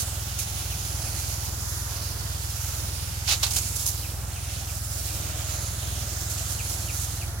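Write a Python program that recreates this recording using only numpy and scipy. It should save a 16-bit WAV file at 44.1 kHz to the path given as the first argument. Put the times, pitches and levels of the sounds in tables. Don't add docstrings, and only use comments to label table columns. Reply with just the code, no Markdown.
import sys
import numpy as np
from scipy import signal
from scipy.fft import rfft, irfft, next_fast_len
from scipy.io import wavfile
from scipy.ndimage import uniform_filter1d, map_coordinates

SR = 44100
rng = np.random.default_rng(int(sys.argv[2]) if len(sys.argv) > 2 else 0)


def wav_record(signal):
    frames = np.transpose(np.atleast_2d(signal))
    bounded = np.clip(frames, -1, 1)
    quanta = np.round(bounded * 32767).astype(np.int16)
    wavfile.write(sys.argv[1], SR, quanta)


N = 326340

# t/s, firing rate/Hz
FIRING_RATE = [(2.8, 20.66), (3.7, 20.7), (5.5, 20.71), (6.4, 20.65)]
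# f/Hz, width/Hz
SILENCER_MODES = [(62.8, 6.06), (92, 9.5), (121.7, 56)]
# t/s, level/dB
THUD_LEVEL = [(0, -33), (3.5, -32.5), (4.5, -33.5), (6.3, -32), (7.4, -32.5)]
# f/Hz, relative density/dB
CLATTER_SPECTRUM = [(120, -2.5), (190, 1), (240, -5), (315, -1.5), (450, -7.5), (580, -4), (760, -4.5),
                    (1000, -7), (1200, -4.5), (1400, -2.5), (1580, -6), (1900, -8.5), (3000, -28.5),
                    (6000, -45)]
# t/s, level/dB, f/Hz of its hollow colour
CASING_AT_MIC = [(0, -44, 780), (1.1, -43, 800), (2, -43, 1020), (2.6, -44.5, 850), (3.7, -43.5, 920),
                 (4.5, -45.3, 740), (5.4, -42.5, 630), (6.3, -42.5, 690), (7.4, -45, 745)]
# f/Hz, relative density/dB
RUMBLE_SPECTRUM = [(15, -36), (28, -23), (40, -0.5), (55, 3.5), (110, -4), (170, -8.5), (250, -28),
                   (500, -41)]
# f/Hz, relative density/dB
JET_SPECTRUM = [(700, -20.5), (1500, -23), (2100, -8), (2800, -4.5), (3500, -3.5), (4500, -2), (5500, -1),
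                (6650, 1.5), (8300, -3), (10500, -0.5), (13000, -4), (15800, -6)]
# t/s, hiss level/dB, low rush level/dB
LANCE_SWING = [(.2, -38.5, -42.5), (1.1, -36.5, -42), (1.5, -37.5, -45), (2.33, -39.3, -44.5),
               (2.65, -36, -42.8), (3.2, -39.5, -43), (3.65, -36, -42.5), (3.95, -36.7, -44),
               (4.18, -42.7, -49.5), (4.52, -41, -41.5), (4.8, -38.5, -47.5), (5.1, -35.5, -42.5),
               (5.3, -39, -42), (5.55, -37, -43), (5.85, -39.5, -43), (6.6, -36.5, -44.5), (7.17, -40, -45),
               (7.4, -45, -51.5)]
# t/s, length/s, level/dB, bite (0 grazing tip, 1 hard scrape)
LEAF_STROKES = [(0, 0.025, -25.5, 0.33), (0.389, .006, -26.5, 0.17), (.403, 0.039, -32, 0.23),
                (3.283, .04, -26, 0.94), (3.313, 0.033, -23, .9), (3.432, 0.013, -22.5, 0.95),
                (3.466, .012, -31.5, 0.92), (3.509, .011, -27, 0.55), (3.538, .022, -29, .35),
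                (3.565, 0.026, -21.5, 0.54), (3.76, .014, -28.5, .12), (3.796, 0.052, -31, 0.2),
                (3.866, .04, -26, 0), (6.304, 0.062, -36, 0), (6.38, .022, -33.5, .45),
                (6.499, 0.04, -32, 0.1), (6.697, 0.061, -31, 0.3), (6.95, 0.066, -34.5, 0.14),
                (7.015, .045, -32, 0.17)]
# f/Hz, relative density/dB
SWISH_SPECTRUM = [(2500, -26.5), (4500, -9), (6200, 1), (7500, -4), (9000, -7.5), (12000, -10.5),
                  (15800, -16)]
SCRAPE_SPECTRUM = [(200, -35), (450, -16), (800, -9), (1400, -8), (2000, -10), (2700, -1), (3400, -3),
                   (4200, 1.5), (5200, -4.5), (7000, -8), (9000, -29)]
TIP_SPECTRUM = [(5000, -23), (7500, -8), (9000, 1), (11200, 1), (12500, -2.5), (15800, -4.5)]
# t/s, level/dB
BIRD_CALLS = [(.378, -46), (.712, -45), (1.042, -46.5), (4.031, -44), (4.352, -46), (4.678, -47),
              (5.085, -47), (6.584, -40), (6.88, -40), (7.205, -43)]
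# f/Hz, left minus right/dB
PORT_BALANCE = [(60, -1), (400, 0), (800, 1), (1300, 4), (2000, 1), (2800, -2), (4200, -6.5), (5200, -13),
                (6300, -18), (7500, -6), (8700, -8), (10500, -3.5), (15000, 0)]
# f/Hz, correlation
PORT_LIKENESS = [(35, .8), (90, 0.34), (200, 0.9), (380, 0.84), (700, 0.48), (1300, 0), (4000, 0.18),
                 (15000, 0)]


def amp(db):
    return 10 ** (np.asarray(db) / 20)


def unit(x):
    return x / np.sqrt(np.mean(x ** 2) + 1e-20)


def along(points, hz):
    f, values = np.transpose(points)
    return np.interp(np.log(hz + 1), np.log(f + 1), values)


def curves(rows):
    times, *columns = np.transpose(rows)
    return [np.interp(np.arange(N) / SR, times, column) for column in columns]


def wobble(rate):
    return map_coordinates(rng.standard_normal(int(N * rate / SR) + 4), [np.arange(N) * rate / SR])


def filtered(x, response):
    size = next_fast_len(x.shape[-1] + SR // 2)
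    return irfft(rfft(x, size) * response(np.fft.rfftfreq(size, 1 / SR)), size)[..., :x.shape[-1]]


def resonance(f, hz, width):
    return 1j * f * width / (hz * hz - f * f + 1j * f * width)


def port_gains(hz):
    ratio = amp(along(PORT_BALANCE, hz))
    return np.array([ratio, np.ones_like(ratio)]) / np.sqrt(1 + ratio ** 2)


def rush(spectrum, patchy_db):
    bins = signal.stft(rng.standard_normal((2, N)), nperseg=512)[2]
    patches = rng.standard_normal(bins.shape)
    for _ in range(2):
        patches = uniform_filter1d(uniform_filter1d(patches, size=11, axis=1), size=36, axis=2)
    pair = signal.istft(bins * amp(patchy_db * unit(patches)), nperseg=512)[1][:, :N]
    spread = lambda f: np.arccos(np.clip(along(PORT_LIKENESS, f), -1, 1)) / 2
    mid, side = filtered(pair, lambda f: amp(along(spectrum, f)) * [np.cos(spread(f)), np.sin(spread(f))])
    return unit(filtered(np.array([mid + side, mid - side]), port_gains))


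def bounce(x, delay_s, share, drift):
    n = np.arange(N)
    echo = np.array([np.interp(n - SR * delay_s * (1 + drift * wobble(1.2)), n, side) for side in x])
    return (x + share * echo) / np.sqrt(1 + share ** 2)


def crop_scatter(x, t60, db):
    t = np.arange(SR // 4) / SR
    tail = rng.standard_normal((2, len(t))) * amp(-60 * t / t60)
    return x + amp(db) * np.std(x) * unit(signal.fftconvolve(x[None], tail, axes=1)[:, :len(x)])


def crank(lag_cycles=.325, drag_cycles=.016):
    rate = np.pad(curves(FIRING_RATE)[0], (SR, 0), mode="edge")
    cycles = np.cumsum(rate) / SR
    cycles = cycles - cycles[SR] - lag_cycles
    return cycles - drag_cycles * np.cos(2 * np.pi * (cycles + 1) / 6)


def exhaust(cycles, uneven_db=.44, upper_db=-21, lower_db=-17):
    firings = np.flatnonzero(np.diff(np.floor(cycles)) > 0)
    puffs = np.zeros(len(cycles))
    puffs[firings] = amp(uneven_db * rng.standard_normal(len(firings)))
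    thud = filtered(puffs, lambda f: np.prod([resonance(f, *mode) for mode in SILENCER_MODES], axis=0))
    upper_mode = filtered(puffs, lambda f: resonance(f, hz=165.4, width=17) ** 2)
    lower_mode = filtered(puffs, lambda f: -resonance(f, hz=122.6, width=23) ** 2)
    beats = unit(thud) + amp(upper_db) * unit(upper_mode) + amp(lower_db) * unit(lower_mode)
    lean_right = amp([[-.4], [.4]])
    return amp(curves(THUD_LEVEL)[0]) * crop_scatter(beats, t60=.074, db=-20)[:, SR:] * lean_right


def casing(cycles, swell_db=1, hollow_db=4, hollow_octaves=.2):
    hz, times, bins = signal.stft(rush(CLATTER_SPECTRUM, patchy_db=1), SR, nperseg=1024)
    level_db, centre_hz = curves(CASING_AT_MIC)
    octaves_off = np.log2((hz[:, None] + 1) / np.interp(times, np.arange(N) / SR, centre_hz))
    hollow = amp(hollow_db * np.exp(-(octaves_off / hollow_octaves) ** 2))
    clatter = signal.istft(bins * hollow, SR, nperseg=1024)[1][:, :N]
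    swell = swell_db * np.cos(2 * np.pi * (cycles[SR:] - .4))
    return amp(level_db + swell) * bounce(clatter, delay_s=.009, share=.16, drift=.058)


def open_air(rumble_db=-45, breeze_db=-55):
    rumble = rush(RUMBLE_SPECTRUM, patchy_db=1)
    breeze = unit(filtered(rng.standard_normal((2, N)), lambda f: amp(along(RUMBLE_SPECTRUM, f))))
    return amp(rumble_db + wobble(8.7)) * rumble + amp(breeze_db) * breeze


def spray(cycles, surge_db=.15, flutter_db=.73, spatter_db=.7):
    jet = bounce(rush(JET_SPECTRUM, patchy_db=1.48), delay_s=.005, share=.25, drift=.154)
    below = lambda edge_hz: filtered(jet, lambda f: 1 / (1 + (f / edge_hz) ** 12))
    low_rush = below(4650)
    hiss = below(8530) - low_rush
    fizz = jet - low_rush - hiss
    aim_db, low_db = curves(LANCE_SWING)
    treble = amp(aim_db - .5) * unit(hiss) + amp(aim_db + .5) * unit(fizz)
    mist = amp(low_db - .5) * unit(low_rush) + treble
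    pump_stroke = np.cos(2 * np.pi * cycles[SR:] / 3)
    droplets = unit(amp(spatter_db * wobble(1500)))
    return mist * droplets * amp(surge_db * pump_stroke + flutter_db * wobble(35))


def leaves(grain_db=2.5, clump_db=1.25, rise_share=.26, fade_s=.035, release_s=.02):
    t = np.arange(N) / SR
    spectra = SWISH_SPECTRUM, SCRAPE_SPECTRUM, TIP_SPECTRUM
    powers = np.zeros((3, N))
    for peak_s, length, db, bite in LEAF_STROKES:
        attack = np.maximum(peak_s - t, 0) / (rise_share * length)
        easing = np.maximum(t - peak_s, 0) / (fade_s + length)
        release = np.maximum(t - peak_s - .8 * length, 0) / release_s
        envelope = np.exp(-np.minimum(attack + easing + release, 20))
        scrape_db = db - 16.5 + 20.5 * bite
        tip_db = db + 1 - 13.5 * bite
        powers += np.outer(amp([db, scrape_db, tip_db]), envelope) ** 2
    grains = unit(amp(grain_db * wobble(1800) + clump_db * wobble(200)))
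    rub = sum(np.sqrt(power) * rush(spectrum, patchy_db=1.5) for power, spectrum in zip(powers, spectra))
    return bounce(grains * rub, delay_s=.0026, share=.26, drift=.052)


def bird(high_hz=3320, low_hz=2100, note_s=.037, lead_hz=4200, lead_rise=.1, lead_db=-6.5):
    t = np.arange(N) / SR
    song = np.zeros(N)
    for (call_s, db), (tune, gap) in zip(BIRD_CALLS, rng.standard_normal((len(BIRD_CALLS), 2))):
        near = np.abs(t - call_s) < .1
        since = t[near] - call_s
        slur_progress = np.clip(since / note_s + .12, 0, 1)
        lead_progress = np.clip((since + .036 + .0074 * gap) / note_s + .5, 0, 1)
        slur_pitch = high_hz * (low_hz / high_hz) ** slur_progress * (1 + .011 * tune)
        lead_pitch = lead_hz * (1 + lead_rise * (lead_progress - .5) + .018 * tune)
        slur = np.sin(np.pi * slur_progress) * np.sin(2 * np.pi * np.cumsum(slur_pitch) / SR)
        lead = np.sin(np.pi * lead_progress) * np.sin(2 * np.pi * np.cumsum(lead_pitch) / SR)
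        song[near] += np.sqrt(2) * amp(db) * (slur + amp(lead_db) * lead)
    return crop_scatter(song, t60=.17, db=-1)


def scene():
    cycles = crank()
    return exhaust(cycles) + casing(cycles) + open_air() + spray(cycles) + leaves() + bird()


def record(dry):
    return filtered(dry, lambda hz: hz < 16000)


dry = scene()
out = record(dry)
wav_record(out)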